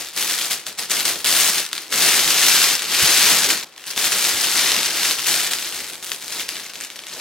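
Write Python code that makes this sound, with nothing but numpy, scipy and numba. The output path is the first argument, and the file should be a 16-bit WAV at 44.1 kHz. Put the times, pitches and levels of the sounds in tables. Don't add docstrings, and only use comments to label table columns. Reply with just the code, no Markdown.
import sys
import numpy as np
from scipy import signal
from scipy.fft import rfft, irfft, next_fast_len
from scipy.io import wavfile
from scipy.ndimage import map_coordinates
from numba import njit

SR = 44100
rng = np.random.default_rng(int(sys.argv[2]) if len(sys.argv) > 2 else 0)


def dump(signal):
    limited = np.clip(np.atleast_2d(signal).T, -1, 1)
    pcm = np.round(limited * 32767).astype(np.int16)
    wavfile.write(sys.argv[1], SR, pcm)


def how_loud(loudness_db):
    steps = np.asarray(loudness_db, float) / 20
    return 10 ** steps


N = 317927

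SPLICES = [1.243, 3.646]
# [start t/s, end t/s, first level/dB, last level/dB]
GRIPS = [(.17, .47, -23, -26), (.91, 1.01, -22.5, -23.5), (1.245, 1.35, -22.5, -17.5),
         (1.36, 1.49, -17, -17), (1.52, 1.585, -22.5, -20.5), (1.73, 1.84, -33.5, -33.5),
         (1.925, 2.03, -22, -15.5), (2.03, 2.3, -14.5, -19), (2.3, 2.52, -18, -14),
         (2.52, 2.73, -14, -17.5), (2.78, 2.88, -26.5, -27), (2.88, 3.03, -24, -14.5),
         (3.03, 3.3, -15, -14), (3.3, 3.45, -13, -19.5), (3.77, 3.85, -46, -40), (3.875, 3.95, -30, -36),
         (3.975, 4.07, -23.5, -19), (4.11, 4.3, -22, -20), (4.3, 4.44, -21.5, -21.5),
         (4.44, 4.66, -20.5, -16.5), (4.66, 4.92, -16.5, -23), (4.92, 5.11, -23, -18.5),
         (5.18, 5.26, -26, -27), (5.275, 5.47, -17, -24), (5.57, 5.8, -27.5, -32), (5.8, 6.0, -31.5, -40.5),
         (6.04, 6.17, -36, -38), (6.21, 6.41, -38.5, -26.5), (6.495, 6.69, -30, -37),
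         (7.04, 7.13, -40.5, -33)]
# [t/s, peak level/dB, f/Hz]
FOLD_CRACKS = [(0.0588, -19, 3660), (0.0862, -16, 5060), (0.1745, -10, 4250), (0.2254, -7, 4720),
               (0.2764, -10, 4050), (0.3094, -7, 4090), (0.3381, -6, 4310), (0.3864, -7, 4610),
               (0.4155, -9, 4580), (0.4454, -11, 4610), (0.5097, -7, 3960), (0.5154, -7, 4850),
               (0.5944, -21, 4320), (0.6659, -9, 4090), (0.6814, -16, 4660), (0.7272, -21, 4950),
               (0.7876, -13, 4650), (0.7944, -11, 4740), (0.9053, -10, 3670), (0.9148, -6, 4080),
               (0.9984, -5, 4310), (1.0054, -6, 4130), (1.052, -8, 4740), (1.1574, -12, 4130),
               (1.2044, -16, 4190),
               (1.2446, -4, 4860), (1.2504, -6, 3590), (1.2594, -5, 4440), (1.2894, -4, 6130), (1.3254, -3, 4210),
         (1.5324, -6, 5420), (1.5804, -6, 4280), (1.5964, -6, 6420), (1.6124, -11, 3940),
         (1.6516, -12, 5870), (1.6894, -19, 5030), (1.7145, -20, 4340), (1.73, -3, 4120),
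         (1.7524, -11, 4720), (1.7624, -16, 4940), (1.7789, -8, 4080), (1.8198, -20, 5760),
         (1.925, -6, 3220), (2.1924, -2, 3480), (2.2762, -4, 3540), (2.7521, -5, 5780), (2.7926, -9, 3850),
         (2.82, -10, 4020), (2.8524, -12, 3210), (2.9482, -4, 4140), (3.4444, -3, 4590), (3.5024, -4, 3070),
         (3.5754, -9, 4430), (3.5974, -13, 6630), (3.6272, -16, 3790),
               (3.7244, -31, 2980), (3.7623, -26, 3910), (3.7788, -21, 3560), (3.7954, -27, 2940),
           (3.8397, -21, 3310), (3.8671, -17, 6830), (3.8796, -17, 4280), (3.912, -16, 5390),
           (3.9345, -17, 3530), (3.9619, -11, 3610), (3.9764, -3, 3150), (4.0417, -2, 2840),
           (4.1205, -7, 2820), (4.2924, -5, 5380), (4.3694, -7, 3400), (4.4448, -8, 3670),
           (4.5664, -4, 5050), (4.7177, -2, 4260), (4.7644, -5, 3360), (4.8309, -5, 4320),
           (5.0314, -4, 3310), (5.0519, -6, 3380), (5.1104, -4, 3590), (5.1931, -13, 3420),
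           (5.2425, -9, 3620), (5.3408, -4, 3700), (5.5099, -11, 3820), (5.5338, -3, 4900),
           (5.5857, -9, 3940), (5.6246, -11, 3650),
               (5.6514, -14, 3420), (5.7244, -14, 3300), (5.7603, -14, 6320), (5.8034, -15, 3370),
       (5.8431, -14, 4950), (5.8661, -18, 5070), (5.8995, -17, 4410), (5.9414, -20, 4300),
       (6.0267, -20, 3760), (6.0444, -17, 3410), (6.094, -18, 3620), (6.117, -4, 3380), (6.1454, -18, 3570),
       (6.2174, -22, 4230), (6.2801, -12, 5300), (6.3235, -14, 5560), (6.3964, -9, 3360),
       (6.4896, -5, 4760), (6.5554, -15, 3460), (6.577, -17, 6920), (6.6333, -20, 3490),
       (6.7351, -19, 4340), (6.7555, -15, 3630), (6.8194, -19, 4920), (6.8369, -14, 6730),
       (6.9017, -16, 3750), (6.9586, -20, 3520), (6.9905, -16, 3400), (7.0364, -21, 3330),
       (7.0678, -16, 3850)]
BIG_FOLDS = FOLD_CRACKS


def unit(x):
    return x / np.sqrt(np.mean(x ** 2) + 1e-20)


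def along(points, hz):
    f, v = np.transpose(points)
    return np.interp(np.log(hz + 1), np.log(f + 1), v)


def filtered(x, response):
    m = next_fast_len(x.shape[-1] + 8192)
    spectrum = rfft(x, m) * response(np.fft.rfftfreq(m, 1 / SR))
    return irfft(spectrum, m)[..., :x.shape[-1]]


def noise(curve):
    return filtered(rng.standard_normal((2, N)), lambda hz: how_loud(along(curve, hz)))


def wobble(rate, s):
    knots = rng.standard_normal(400 * N // SR)
    return map_coordinates(knots, np.reshape(s * rate, (1, -1)))[None]


def diffuse(pair):
    # [f/Hz, correlation]
    likeness = [(150, 0.99), (300, 1), (700, 0.94), (2000, 0.85), (4500, 0.15), (8000, 0.25), (15000, 1)]
    turn = lambda hz: np.arccos(np.clip(along(likeness, hz), 0, 1)) / 2
    mid, side = filtered(pair, lambda hz: np.array([np.cos(turn(hz)), np.sin(turn(hz))]))
    return np.array([mid + side, mid - side])


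@njit
def rings(n, sr, s, size, hz, life, lag):
    out = np.zeros((2, n))
    for g in range(len(s)):
        for ch in range(2):
            start = s[g] + lag[g] * (0.5 - ch)
            first = int(start * sr) + 1
            for i in range(max(first, 0), min(first + int(5 * life[g] * sr), n)):
                t = i / sr - start
                out[ch, i] += size[g] * np.sin(2 * np.pi * hz[g] * t) * np.exp(-t / life[g])
    return out


def hands(s):
    # [t/s, held/s, level/dB]
    tugs = [(0.0, 0.011, -27.5), (0.049, .02, -34), (.135, .02, -35), (0.504, 0.009, -22.5),
            (0.667, 0.0027, -30), (.785, 0.04, -27.5), (1.054, .04, -19), (1.16, 0.045, -31),
            (3.488, 0.033, -17.5), (3.59, 0.06, -34), (3.65, 0.0083, -42.5), (3.72, .04, -50),
            (5.51, 0.034, -24), (6.024, 0.013, -35.5), (6.74, 0.057, -35.5), (6.825, 0.027, -34.5),
            (6.9, 0.022, -38.5), (6.955, .01, -37), (6.99, 0.012, -37.5), (7.13, .08, -32)]
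    hold = [(0.0, -6, -43), (.55, -5, -41.5), (1.05, -6, -38.5), (1.3, -5, -41.5), (1.75, -7.5, -41.5),
            (2.1, -8, -38.5), (2.5, -9.5, -43), (3.0, -10, -41.5), (3.5, -9, -39), (3.8, -6, -41.5),
            (4.3, -7, -40.5), (4.7, -12, -41), (5.4, -6.5, -42), (5.8, -6, -41), (6.12, 0.5, -40),
            (6.4, -8.5, -41), (6.9, -7, -43), (7.21, -9.5, -39)]
    grab_db_per_s, jerk_db_per_s, let_go_db_per_s = 602, 1300, 177
    rest_db, shower_db = -53, 0.7
    fine_grows, flex_grows = 0.17, 0.74

    t = np.arange(0, N / SR, 1e-3)
    moves = GRIPS + [(a, a + held, db, db) for a, held, db in tugs]
    a, b, first, last = np.transpose(moves)[:, :, None]
    is_grip = np.arange(len(moves)) < len(GRIPS)
    rise = np.where(is_grip, grab_db_per_s, jerk_db_per_s)[:, None]
    level = first + (last - first) * np.clip((t - a) / np.maximum(b - a, 1e-3), 0, 1)
    level = level - rise * np.maximum(a - t, 0) - let_go_db_per_s * np.maximum(t - b, 0)
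    same_take = np.searchsorted(SPLICES, t) == np.searchsorted(SPLICES, (a + b) / 2)
    strongest = np.where(same_take, level, rest_db).max(0).clip(rest_db)
    effort_db = np.interp(s, t, strongest)

    when, fine_db, flex_db = np.transpose(hold)
    above = effort_db + 25
    fine_db = np.interp(s, when, fine_db) + fine_grows * above
    flex_db = np.interp(s, when, flex_db) + flex_grows * above
    return effort_db + shower_db, fine_db, flex_db


def slips():
    fold_frees, fade_s = 0.43, 0.012
    u = rng.random((210, 2))
    release = np.bincount((u[:, 0] * N).astype(int), -np.log(u[:, 1] + 0.15), N)
    release[(np.transpose(BIG_FOLDS)[0] * SR).astype(int)] += fold_frees
    fade = np.exp(-1 / (fade_s * SR))
    power = 1.2 + signal.lfilter([1.6], [1, -fade], release)
    return 10 * np.log10(power / power.mean())


def creases(uneven_db):
    # [f/Hz, level/dB per Hz]
    film_tone = [(530, -37), (900, 0.5), (2270, 1.5), (4710, 6), (9440, -3.5), (14200, -17.5), (15800, -7)]
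    count = 30000
    u, z = rng.random((count, 8)), rng.standard_normal((count, 8))
    s = u[:, :1] * N / SR + 0.000506 * u[:, 1:4]
    hz = 1000 * 16 ** ((np.arange(3) + u[:, 4:7]) / 3)
    effort_db, fine_db, _ = hands(s)

    size = how_loud(along(film_tone, hz)) * hz * np.sign(z[:, :3])
    life = 1.5 / hz * np.exp(0.19 * z[:, 3:6])
    size = size / np.sqrt(np.sum(size ** 2 * life) / 4 * SR / N)

    steep = np.interp(effort_db, [-38, -18], [1.05, 0.55])
    spread = (u[:, 7:] + 0.005) ** -steep * (1 - steep) / (1 - 0.005 ** (1 - steep))
    size = size * np.sqrt(spread)

    tilt_db = (fine_db + 12) * np.clip(np.log2(hz / 5000), 0, 1.3)
    jerk_db = np.interp(s * SR, np.arange(N), uneven_db)
    size = size * how_loud(effort_db + tilt_db + jerk_db - 0.85)
    lag = 1.8e-5 * z[:, 6:7] * np.ones(3)
    return rings(N, SR, s.ravel(), size.ravel(), hz.ravel(), life.ravel(), lag.ravel())


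def folds():
    edge_level_db, edge_scatter_db, onset_offset_s = -8, 2.5, 0.0007
    s, db, hz = np.transpose(BIG_FOLDS)[:, :, None]
    u, z = rng.random((len(s), 24)), rng.standard_normal((len(s), 72))
    step = np.arange(24)
    rattle_s = (0.0002 + 0.0016 * u) * (step > 2)
    trail_s = 0.002 + 0.025 * u ** 1.6
    late = np.where(step < 8, rattle_s, trail_s)
    pitch = np.clip(hz * np.exp(0.26 * z[:, :24]), 2200, 14000)
    size_db = db - 6 + 2 * z[:, 24:48] - 20 * (step >= 8)
    size_db = size_db - 250 * late - 4000 * late * (step < 8)
    size = how_loud(size_db) * np.sign(z[:, 48:])

    edge_db = edge_level_db + edge_scatter_db * z[:, 24:25]
    pitch[:, :3] = np.hstack([hz, 1.8 * hz, 9500 + 0 * hz])
    crack_db = db + 1.5 + np.hstack([0 * hz, 0 * hz - 2, edge_db - 1])
    size[:, :3] = how_loud(crack_db) * np.sign(z[:, 48:49])

    start = s + onset_offset_s + late
    lag = 1.5e-5 * z[:, -1:] * np.ones(24)
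    return rings(N, SR, start.ravel(), size.ravel(), pitch.ravel(), (0.9 / pitch).ravel(), lag.ravel())


def rubbing(uneven_db):
    # [f/Hz, level/dB per Hz]
    slide_tone = [(410, -30), (700, -2), (2260, -4), (4460, -1.5), (9380, -2), (14200, -3.5), (16000, -28)]
    effort_db, fine_db, _ = hands(np.arange(N) / SR)
    hiss = unit(noise(slide_tone))
    return diffuse(hiss) * how_loud(1.06 * effort_db + 0.5 * (fine_db + 8) + 0.6 * uneven_db - 6)


def panels():
    # [f/Hz, level/dB per Hz]
    panel_tone = [(18, -65), (30, -37), (81, -12), (114, -16), (162, -7), (248, -6.5), (343, -2),
                  (1000, -8.5), (1300, -30), (2200, -120)]
    s = np.arange(N) / SR
    push = unit(noise(panel_tone))
    return diffuse(push) * how_loud(hands(s)[2] + 0.17 + 1.33 * wobble(25, s))


def thuds():
    # [t/s, peak level/dB, f/Hz]
    knocks = [
        (2.239, -36, 32.3),
        (3.025, -22, 95),
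        (3.035, -17, 170),
        (4.341, -33, 88.8),
        (5.189, -41, 96),
    ]
    s, db, hz = np.transpose(knocks)
    return rings(N, SR, s, how_loud(db - 6.0), hz, 2.0 / hz, 0 * s)


def walls(x):
    # [f/Hz, t60/s]
    decay_time = [(1000, 0.41), (5000, 0.35), (15000, 0.27)]
    cuts = np.round(np.array(SPLICES + [N / SR]) * SR).astype(int)
    edges = np.union1d(np.arange(0, N, 1024), cuts)
    hz, t, z = signal.stft(rng.standard_normal((16, 2, SR // 4)), SR, nperseg=256)
    decay = how_loud(-60 * t / along(decay_time, hz)[:, None])
    tails = signal.istft(z * decay, SR, nperseg=256)[1]
    tails = tails / np.sqrt(np.mean(np.sum(tails ** 2, -1)))
    out = np.zeros((2, N))
    for block, (a, b) in enumerate(zip(edges, edges[1:])):
        delayed = np.pad(x[a:b], (90, 0))[None]
        answer = signal.fftconvolve(delayed, tails[block % len(tails)], axes=1)
        take_end = cuts[cuts >= b][0]
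        part = out[:, a:take_end][:, :answer.shape[1]]
        part += answer[:, :part.shape[1]]
    return diffuse(out)


def room_tone():
    # [f/Hz, level/dB per Hz]
    air_tone = [(18, -48), (30, -26), (394, 0), (1010, 3), (5450, -6), (13300, -34), (16000, -28)]
    return how_loud(-50.5) * unit(diffuse(noise(air_tone)))


def scene():
    effort_db = hands(np.arange(N) / SR)[0]
    uneven_db = slips() * np.interp(effort_db, [-34, -22], [1.4, 1])
    patch = signal.butter(3, 1300, "high", fs=SR, output="sos")
    crackle = signal.sosfilt(patch, creases(uneven_db) + folds())
    echo = how_loud(-9) * walls(crackle.mean(0))
    return crackle + echo + rubbing(uneven_db) + panels() + thuds() + room_tone()


def roll_off(x):
    return signal.sosfilt(signal.butter(12, 16760, fs=SR, output="sos"), x)


def record(dry):
    # [f/Hz, left minus right level/dB]
    left_louder = [(250, 0), (1000, .9), (4000, 2.5), (8000, 2.2), (13000, -.2)]
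    # [f/Hz, phase lead/rad]
    left_sooner = [(200, 0), (1000, 0.19), (3270, 0), (5340, 1.0), (12700, 0.92), (16400, .3)]
    ceiling, top_hz = 0.9, 15900
    side = np.array([[0.5], [-0.5]])
    x = filtered(dry, lambda hz: how_loud(along(left_louder, hz) * side) * np.exp(1j * along(left_sooner, hz) * side))
    x = x / (1 + np.abs(x / ceiling) ** 6) ** (1 / 6)
    x = filtered(x, lambda hz: hz < top_hz)
    return roll_off(x)


dry = scene()
out = record(dry)
dump(out)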